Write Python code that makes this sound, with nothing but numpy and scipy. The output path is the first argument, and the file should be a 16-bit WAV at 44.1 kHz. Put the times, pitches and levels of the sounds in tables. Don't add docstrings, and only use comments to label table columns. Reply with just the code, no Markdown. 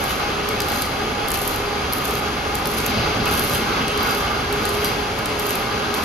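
import sys
import numpy as np
from scipy import signal
from scipy.fft import rfft, irfft
from scipy.io import wavfile
from scipy.ndimage import uniform_filter1d

SR = 44100
rng = np.random.default_rng(int(sys.argv[2]) if len(sys.argv) > 2 else 0)


def transcribe(u):
    v = np.clip(np.atleast_2d(u).T, -1, 1)
    q = np.round(v * 32767).astype(np.int16)
    wavfile.write(sys.argv[1], SR, q)


N = 266364
T = np.arange(N) / SR
FREQ = np.maximum(np.arange(N // 2 + 1) * SR / N, 1)

# pitch_hz, gain_db
AIR_LOSS = [(10000, 0), (13000, -1.5), (14500, -8), (16000, -26)]
# time_s, drag_db
CAGE_DRAG = [(0, 1.1), (2.7, -0.7), (2.92, 3), (3.5, 3), (4.1, 3.5), (4.55, 2), (4.85, 2.5), (5.2, -0.5),
             (6.04, 2.5)]
# start_s, level_db, pitch_hz
CAGE_BUMPS = [(2.641, -26, 220), (2.741, -27, 215), (2.873, -20.5, 214), (2.88, -24, 80), (2.967, -11, 122),
              (3.165, -19.5, 130), (3.169, -22, 260), (3.509, -18.5, 125), (3.575, -25, 242),
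              (3.78, -24, 215)]
# start_s, end_s, level_db
TACK_WELDS = [(-.3, 0.193, -40.5), (0.647, .84, -34.5), (1.27, 1.542, -37), (1.967, 2.192, -39.5),
              (2.62, 2.889, -37), (3.253, 3.59, -36.5), (3.993, 4.204, -39.5), (4.582, 4.899, -40),
              (5.364, 5.557, -35), (5.919, 6.106, -37)]
# pitch_hz, gain_db
TICK_COLOUR = [(500, -32), (3000, -37), (7000, 1), (10000, 3), (12800, 6), (14500, 7), (16000, -6)]


def undb(db):
    return 10 ** (np.asarray(db) / 20)


def over_time(table):
    times, *columns = np.transpose(table)
    return [np.interp(T, times, column) for column in columns]


def over_pitch(points):
    hz, value = np.transpose(points)
    return np.interp(np.log(FREQ), np.log(hz), value)


def filtered(x, gain):
    return irfft(rfft(x) * gain, N)


def wander(rate_hz):
    x = filtered(rng.standard_normal(N), np.exp(-(FREQ / rate_hz) ** 2))
    return x / x.std()


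def burst(start_s, length_s, edge_s):
    return np.clip(np.minimum(T - start_s, start_s + length_s - T) / edge_s + .5, 0, 1)


def die_away(age, ring_s):
    return np.exp(-np.log(1000) * age / ring_s)


def room_noise(db_per_hz, envelope=1):
    # pitch_hz, share (0 to 1)
    likeness = [(60, 0.99), (150, 0.96), (300, 0.87), (600, 0.62), (1000, 0.18), (1500, 0.05), (2200, 0.61),
                (3400, 0.49), (5200, 0.07), (6500, 1), (8000, 1), (12000, 1), (15000, 1)]
    alike = np.clip(over_pitch(likeness), 0, 1)
    shared, *own = rfft(rng.standard_normal((3, N)) * envelope)
    spectrum = np.sqrt(alike) * shared + np.sqrt(1 - alike) * np.array(own)
    return irfft(spectrum * undb(db_per_hz), N) * np.sqrt(SR / 2)


def tone(hz, db, waver, rate_hz, apart):
    common = 1 + waver * (wander(rate_hz) + 1j * wander(rate_hz))
    side = apart * (wander(rate_hz) + 1j * wander(rate_hz))
    carrier = np.exp(2j * np.pi * (np.cumsum(hz + 0 * T) / SR + rng.random()))
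    power = 1 + 2 * waver ** 2 + 2 * apart ** 2
    return undb(db) * np.sqrt(2 / power) * np.real(np.array([common + side, common - side]) * carrier)


def hall_echo(x, ring_s, tail_db):
    # delay_s, gain_db
    reflections = [(.0033, -15), (.034, -15), (.043, -14)]
    air_db = over_pitch(AIR_LOSS)
    tail = room_noise(air_db, die_away(T, ring_s) * (T > .006))
    tail *= undb(tail_db) / np.sqrt(np.mean(np.sum(tail ** 2, axis=1)))
    echoes = sum(undb(db) * np.exp(-2j * np.pi * FREQ * delay_s) for delay_s, db in reflections)
    return filtered(x, echoes * undb(air_db)) + signal.fftconvolve(x[None], tail, axes=1)[:, :N]


def from_afar(x):
    # pitch_hz, lead_radians
    lead = [(300, 0), (1200, -.6), (1900, 0), (2400, -.2), (3450, -1.4), (4000, -.2), (4800, -.6),
            (6200, .7), (7600, 3), (9200, 3.25), (10800, 5.9), (13100, 6.5), (14800, 9.3), (16000, 9.4)]
    # pitch_hz, gain_db
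    balance = [(300, -.4), (650, -1.8), (1000, -.8), (1550, -2.8), (1800, 3), (2400, .3), (3700, 2.6),
               (4700, 2.4), (5500, .7), (8000, 0)]
    sides = np.array([[1], [-1]]) / 2
    return filtered(x, undb(sides * over_pitch(balance)) * np.exp(1j * sides * over_pitch(lead)))


def steel_colour():
    # pitch_hz, width_hz, gain_db
    resonances = [(216, 22, 2), (264.4, 18, 3), (428, 95, 5), (815, 107, 4.5), (1205, 117, 3.5),
                  (1453, 44, 2), (1632, 38, 4), (2184, 170, 4.5), (2490, 84, -3.5), (2535, 33, 4.5),
                  (2690, 31, 5), (3210, 45, 0.5), (3460, 130, 3.5), (3635, 160, -5), (4200, 160, 0),
                  (4790, 120, 4), (4930, 56, 5.5), (5100, 260, -1.5), (5780, 270, -3)]
    broad = sum(db / (1 + (2 * (FREQ - hz) / width) ** 2) for hz, width, db in resonances)
    ripple = uniform_filter1d(uniform_filter1d(rng.standard_normal(len(FREQ)), size=70), size=70)
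    ripple -= uniform_filter1d(ripple, size=500)
    return broad + 2.0 * ripple / ripple.std() * np.minimum(FREQ / 1500, 1)


def hall_drone(steel_db):
    # pitch_hz, level_db
    roar = [(24, -100), (45, -60), (80, -54), (180, -58), (220, -58), (340, -58), (620, -61), (1000, -60.5),
            (1450, -62.5), (1900, -66.5), (3200, -68), (5300, -74.5), (7200, -78.5), (11000, -82),
            (13200, -89.5), (15000, -122)]
    return room_noise(over_pitch(roar) + steel_db) * undb(0.5 * wander(19))


def motors():
    # time_s, pitch_hz, level_db
    heavy_motor = [(0, 36.2, -45), (1.65, 35.8, -41), (1.9, 41.3, -49), (2.3, 43, -48), (2.7, 43.46, -40),
                   (5.05, 43.3, -40), (5.3, 41, -47), (6.04, 40, -56)]
    # time_s, level_db
    hum_levels = [(0.0, -41), (2.03, -46), (2.07, -36.5), (5.97, -49), (6.04, -65)]
    # pitch_hz, level_db
    thin_tones = [(570, -46.5), (1033, -45.5), (1639, -48.5), (2167, -52.5), (2575, -49), (2716, -49),
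                  (3247, -50.5)]
    hum_hz, beat_hz, whine_hz = 61.7, 4.1, 1253
    throb = tone(*over_time(heavy_motor), waver=0.13, rate_hz=3, apart=0.045)
    hum = tone(hum_hz, over_time(hum_levels)[0] - 1.5, waver=0.096, rate_hz=3.5, apart=.04)
    hum += tone(hum_hz - beat_hz, db=-46, waver=.1, rate_hz=1.5, apart=.04)
    whine = tone(whine_hz * (1 + .008 * wander(2.98)), db=-42, waver=0.83, rate_hz=12, apart=.24)
    whistles = sum(tone(hz, db, waver=0.82, rate_hz=28, apart=0.24) for hz, db in thin_tones)
    return throb + hum + whine + whistles


def gear_drive():
    # start_s, length_s, level_db, pitch_hz
    loads = [(0.293, 0.12, -35.5, 410), (0.405, 0.26, -32.5, 411), (0.97, 0.093, -31.5, 411.8),
             (1.421, 0.086, -30, 410), (1.568, 0.32, -34, 409.1), (2.068, 0.32, -35.5, 407.5),
             (2.662, 0.18, -34, 414.7), (2.889, 0.093, -31, 406.5), (3.05, 0.11, -39, 416.0),
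             (3.252, 0.08, -33.5, 410.4), (3.38, 0.16, -36.5, 405.7), (3.599, 0.063, -39, 414.8),
             (3.885, 0.15, -31.5, 413.7), (4.079, 0.13, -33, 409.2), (4.32, 0.06, -30, 405.5),
             (4.456, 0.15, -28.5, 410.8), (4.651, 0.26, -27.5, 414.2), (4.973, 0.08, -28, 412.3),
             (5.302, 0.22, -31.5, 414), (5.73, 0.26, -32, 413.3)]
    # start_s, length_s, level_db
    octave_rings = [(0, 0.1, -32), (0.22, 0.09, -31.5), (0.58, .28, -34.5), (1.1, 0.22, -32),
                    (1.675, 0.11, -29.5), (2.07, 0.14, -36), (2.38, 0.36, -37), (2.86, 0.27, -36),
                    (3.2, 0.17, -32.5), (3.55, .22, -35), (3.95, .17, -35), (4.26, .09, -35.5),
                    (4.45, .26, -37.5), (4.96, 0.14, -34), (5.68, 0.08, -34.5)]
    # multiple of the shaft rate, level_db
    shaft_tones = [(9, -44.5), (21, -54), (24, -49), (30, -47.5), (31, -45), (32, -43.5), (33, -44.5),
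                   (34, -46), (35, -47), (49, -46.5), (50, -49.5), (51, -45.5)]
    teeth, edge_s, idle_db = 17, 0.05, -44.5
    mesh_hz, = over_time([(s + length / 2, hz) for s, length, _, hz in loads])
    swells = sum(undb(db) * burst(s, length, edge_s) for s, length, db, _ in loads)
    mesh_db = 20 * np.log10(np.hypot(swells, undb(idle_db)))
    shaft_hz = uniform_filter1d(mesh_hz, size=SR // 2) / teeth
    whine = tone(mesh_hz, mesh_db, waver=0.15, rate_hz=13, apart=0.17)
    flutter = sum(tone(mesh_hz + side * shaft_hz, mesh_db - 14.5, waver=0.45, rate_hz=11, apart=0.28)
                  for side in (-1, 1))
    rings = sum(undb(db) * burst(s, length, edge_s) for s, length, db in octave_rings)
    octave = rings * tone(2 * teeth * shaft_hz, db=-0.79, waver=0.16, rate_hz=9.1, apart=0.3)
    overtones = sum(tone(multiple * shaft_hz, db, waver=0.81, rate_hz=11, apart=0.18)
                    for multiple, db in shaft_tones)
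    return whine + flutter + octave + overtones


def turning_cage(steel_db):
    # pitch_hz, level_db
    rumble_colour = [(40, -65.5), (80, -55), (120, -57.5), (240, -57), (360, -61.5), (700, -60.5),
                     (1200, -92.5)]
    # pitch_hz, level_db
    grind_colour = [(500, -99), (900, -63), (1300, -56), (1600, -60), (2100, -90)]
    # pitch_hz, level_db
    scrape_colour = [(1200, -80.5), (2100, -65.5), (3100, -65.5), (4600, -69), (6500, -75.5), (9000, -123),
                     (15000, -105)]
    # start_s, length_s, grind_db, scrape_db
    catches = [(0.194, 0.05, 2.5, -1), (1.686, 0.046, -9, -15), (2.832, 0.34, -14, 0), (3.26, 0.093, 3, 0),
               (3.667, 0.16, 2.5, -1), (3.987, 0.154, 4.5, -0.5), (4.305, 0.049, 1, -14),
               (4.824, 0.073, -2, -12)]
    shudder_s, edge_s, uneven_db = 0.31, 0.012, 0.8
    drag_db, = over_time(CAGE_DRAG)
    shudder = sum(undb(db + 14) * (T > s) * np.exp(-np.maximum(T - s, 0) / shudder_s)
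                  for s, db, _ in CAGE_BUMPS)
    grinds = sum(undb(db) * burst(s, length, edge_s) for s, length, db, _ in catches)
    scrapes = sum(undb(db) * burst(s, length, edge_s) for s, length, _, db in catches)
    rumble = room_noise(over_pitch(rumble_colour) + steel_db - 4)
    rumble *= np.hypot(undb(1.3 * drag_db - 2), shudder)
    grind = room_noise(over_pitch(grind_colour) + steel_db - 3.5)
    grind *= np.hypot(undb(1.4 * drag_db - 2 + uneven_db * wander(9.4)), grinds)
    scrape = room_noise(over_pitch(scrape_colour) + steel_db - 2)
    scrape *= np.hypot(undb(drag_db - 1.5 + uneven_db * wander(14)), scrapes)
    return rumble + grind + scrape


def cage_bumps():
    # pitch_hz, level_db, ring_s
    notes = [(79, -3, 0.44), (104.86, -13, 0.43), (120.5, -3, 0.24), (157.3, -1, 0.24), (214.9, 0.5, 0.37),
             (253.6, -1, 0.31)]
    push_s, reach_octaves = .015, .55
    out = np.zeros(N)
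    for s, db, centre_hz in CAGE_BUMPS:
        age = np.maximum(T - s, 0)
        for hz, note_db, ring_s in notes:
            share = np.exp(-(np.log2(hz / centre_hz) / reach_octaves) ** 2)
            swell = (1 - np.exp(-age / push_s)) * die_away(age, ring_s)
            out += undb(db + note_db) * share * swell * np.sin(2 * np.pi * (hz * age + rng.random()))
    return out


def rattle():
    knocks_per_s, light_db = 28, -42.5
    gap, force, pitch = rng.random((400, 3)).T
    times = np.cumsum(-np.log(gap)) / knocks_per_s
    drag_db = np.interp(times, *np.transpose(CAGE_DRAG))
    sizes_db = light_db + 1.9 * drag_db + 8 * force ** 2
    centres_hz = 2200 * 2 ** (1.2 * pitch)
    return [row for row in zip(times, sizes_db, centres_hz) if row[0] < T[-1]]


def ringing_bars():
    # pitch_hz, level_db, ring_s
    notes = [(2160, -3.5, .2), (2575, 1, 0.13), (2745, -3, 0.12), (2930, -0.5, 0.11), (3200, 0, 0.15),
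             (3760, -5, .09), (4021, -5, 0.15), (4230, -7, 0.17), (4674, -4.5, 0.22), (4860, -2, 0.09),
             (5900, 0, .06)]
    # start_s, level_db, pitch_hz
    knocks = [(0.7, -32, 4700), (0.755, -32, 4700), (0.82, -30, 4300), (2.88, -30, 3000),
              (2.945, -27.5, 3900), (2.975, -26, 4700), (2.985, -26.5, 2400), (3.07, -29, 2500),
              (3.275, -28, 2500), (3.545, -28, 3000), (3.895, -27, 2600), (4.105, -30, 4700),
              (4.845, -27, 2900), (4.848, -24.5, 5200)]
    reach_octaves, detune = .3, .01
    age = T[:13230]
    hz, note_db, ring_s = np.transpose(notes)[:, :, None]
    fall = undb(note_db) * die_away(age, ring_s)
    out = np.zeros(N + len(age))
    for s, db, centre_hz in knocks + rattle():
        share = np.exp(-(np.log2(hz / centre_hz) / reach_octaves) ** 2)
        tuned_hz = hz * (1 + detune * rng.standard_normal(hz.shape))
        waves = np.sin(2 * np.pi * (tuned_hz * age + rng.random(hz.shape)))
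        start = int(s * SR)
        out[start:start + len(age)] += undb(db) * np.sum(share * fall * waves, axis=0)
    return out[:N] + hall_echo(out[:N], ring_s=.5, tail_db=-6)


def stray_sparks():
    # start_s, crack_db, clink_db
    sparks = [(0.6035, -2.5, 1.5), (1.3174, 0, -13), (2.1085, -9, -13), (2.864, 2, -11)]
    # pitch_hz, gain_db
    crack_colour = [(500, -30), (3000, -10), (7000, -4), (10000, 0), (12600, 5), (14500, -1), (16000, -11)]
    # pitch_hz, gain_db
    clink_colour = [(1000, -40), (3000, -12), (4000, -4), (4900, 0), (5600, -7), (6500, -8), (8700, -14),
                    (15000, -28)]
    crack_s, clink_s = .0007, .003
    out = np.zeros(N)
    for s, crack_db, clink_db in sparks:
        for db, decay_s, colour in (crack_db, crack_s, crack_colour), (clink_db, clink_s, clink_colour):
            fall = (T > s) * np.exp(-np.clip((T - s) / decay_s, 0, 20))
            bang = filtered(np.sign(rng.standard_normal(N)) * fall, undb(over_pitch(colour)))
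            out += undb(db) * bang / np.linalg.norm(bang)
    return out + from_afar(hall_echo(out, ring_s=.15, tail_db=-15))


def spatter():
    drops_per_s = 24 / (0.46 + 2.2 / 2)
    gap, force = rng.random((200, 2)).T
    gaps = 0.46 + 2.2 * gap
    times = np.cumsum(gaps / 1.56) / drops_per_s
    sizes_db = 14 - 4 * np.log(force)
    return [(s, db + size, db + size - 24) for on, off, db in TACK_WELDS
            for s, size in zip(times, sizes_db) if on < s < min(off, T[-1])]


def metal_pops():
    # time_s, tick_db, snap_db
    loud_pops = [(0.0394, -13, -39), (0.488, -9.5, -28), (0.618, -14, -29), (0.684, -19, -35),
                 (0.7183, -15, -31), (0.731, -19, -37), (0.82, -6, -30), (1.284, -12, -30),
                 (1.341, -10, -35), (1.373, -13, -35), (1.4175, -13, -37), (1.438, -16, -40),
                 (1.476, -7, -33), (1.493, -20, -38), (1.5594, -13, -33), (1.925, -12, -28),
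                 (1.933, -5, -30), (1.983, -14, -32), (2.042, -20, -39), (2.053, -11, -33),
                 (2.153, -15, -32), (2.547, -18, -34), (2.553, -10, -28), (2.6555, -14, -23.5),
                 (2.7166, -21, -37), (2.7705, -15, -37), (2.8016, -16, -30), (3.256, -14, -29),
                 (3.2778, -15, -36), (3.3115, -13, -38), (3.324, -12, -41), (3.3383, -9.5, -34),
                 (3.351, -13, -30), (3.394, -4, -25), (3.438, -11, -33), (3.4466, -7, -39),
                 (3.476, -15, -36), (3.4965, -12, -36), (3.515, -20, -36), (3.5347, -12, -28),
                 (3.548, -13, -32), (3.5686, -19, -39), (3.881, -21, -27), (3.975, -22, -29),
                 (4.03, -13, -32), (4.09, -17, -43), (4.108, -14, -38), (4.1488, -16, -42),
                 (4.526, -12, -29), (4.653, -13, -24), (4.691, -13, -28), (4.845, -7, -26.5),
                 (4.855, -12, -38), (5.189, -19, -41), (5.2575, -13.5, -28), (5.396, -11, -31),
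                 (5.4922, -16, -31), (5.5064, -15, -37), (5.554, -9.5, -29), (5.9407, -13, -25)]
    # pitch_hz, gain_db
    snap_colour = [(400, -34), (2000, 1), (4500, 16), (6000, 7.5), (8000, 21), (10500, 9.5), (15000, -2)]
    fizz_s, snap_s, reflection_s, big_pop_db = 0.00045, 0.0011, 0.004, -11.5
    age = T[:512]
    ticks, snaps = np.zeros((2, N + len(age)))
    for s, tick_db, snap_db in loud_pops + spatter():
        fizz, snap, scatter = rng.standard_normal((3, len(age)))
        size = undb(tick_db - big_pop_db)
        tick = undb(-11) * fizz * np.exp(-age / (fizz_s * size)) * (age > .00015)
        tick += undb(-22.5) * scatter * np.exp(-age / reflection_s) * (age > .002) / max(1, size)
        tick[0] = min(1, 1 / size)
        snap *= np.exp(-age / snap_s)
        start = min(int((s + 0.001) * SR), N)
        ticks[start:start + len(age)] += undb(tick_db + 6.5) * tick
        snaps[start:start + len(age)] += undb(snap_db + 15) * snap / np.linalg.norm(snap)
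    direct = filtered(ticks[:N], undb(over_pitch(TICK_COLOUR)))
    direct += filtered(snaps[:N], undb(over_pitch(snap_colour)))
    return direct + hall_echo(direct, ring_s=0.42, tail_db=-7)


def welding_arc():
    # pitch_hz, level_db
    sizzle = [(400, -33), (1500, 3), (3000, 8.5), (4700, 8.5), (5600, 5.5), (7500, 7.5), (9500, 7),
              (12500, 7.5), (14300, 2), (15700, -13)]
    build_s, die_s, spit_s, hall_fade_s = .05, .07, .003, .08
    sputter_db, scatter_db = 2.8, 2.8
    strength = sum(undb(db) * (1 - np.exp(-np.maximum(T - on, 0) / build_s))
                   * np.clip((off - T) / die_s + .5, 0, 1) for on, off, db in TACK_WELDS)
    strength *= undb(sputter_db * wander(30))
    gap, force = rng.random((2000, 2)).T
    starts = (np.cumsum(.25 + 1.3 * gap) * SR / 150).astype(int)
    sizes = undb(scatter_db * np.minimum(-np.log(force), 3))
    shorts = np.zeros(N)
    shorts[starts[starts < N]] = sizes[starts < N]
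    crackle = filtered(shorts, undb(over_pitch(TICK_COLOUR)))
    crackle *= undb(-7) * strength / crackle.std()
    spit = signal.lfilter([1], [1, -np.exp(-1 / (spit_s * SR))], shorts ** 2)
    power = strength ** 2 * spit / spit.mean()
    hiss_db = over_pitch(sizzle) - 44.5
    hiss = room_noise(hiss_db, np.sqrt(power))
    stored = signal.lfilter([1 / (hall_fade_s * SR)], [1, -np.exp(-1 / (hall_fade_s * SR))], power)
    tail = room_noise(hiss_db + over_pitch(AIR_LOSS) - 3.5, np.sqrt(stored))
    return crackle + hiss + tail


def scene():
    steel_db = steel_colour()
    machines = hall_drone(steel_db) + gear_drive() + motors() + turning_cage(steel_db) + cage_bumps()
    return from_afar(machines + welding_arc() + metal_pops() + ringing_bars()) + stray_sparks()


def record(dry):
    low_pass = signal.ellip(8, .2, 70, 16000, fs=SR, output="sos")
    return signal.sosfilt(low_pass, dry)


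dry = scene()
out = record(dry)
transcribe(out)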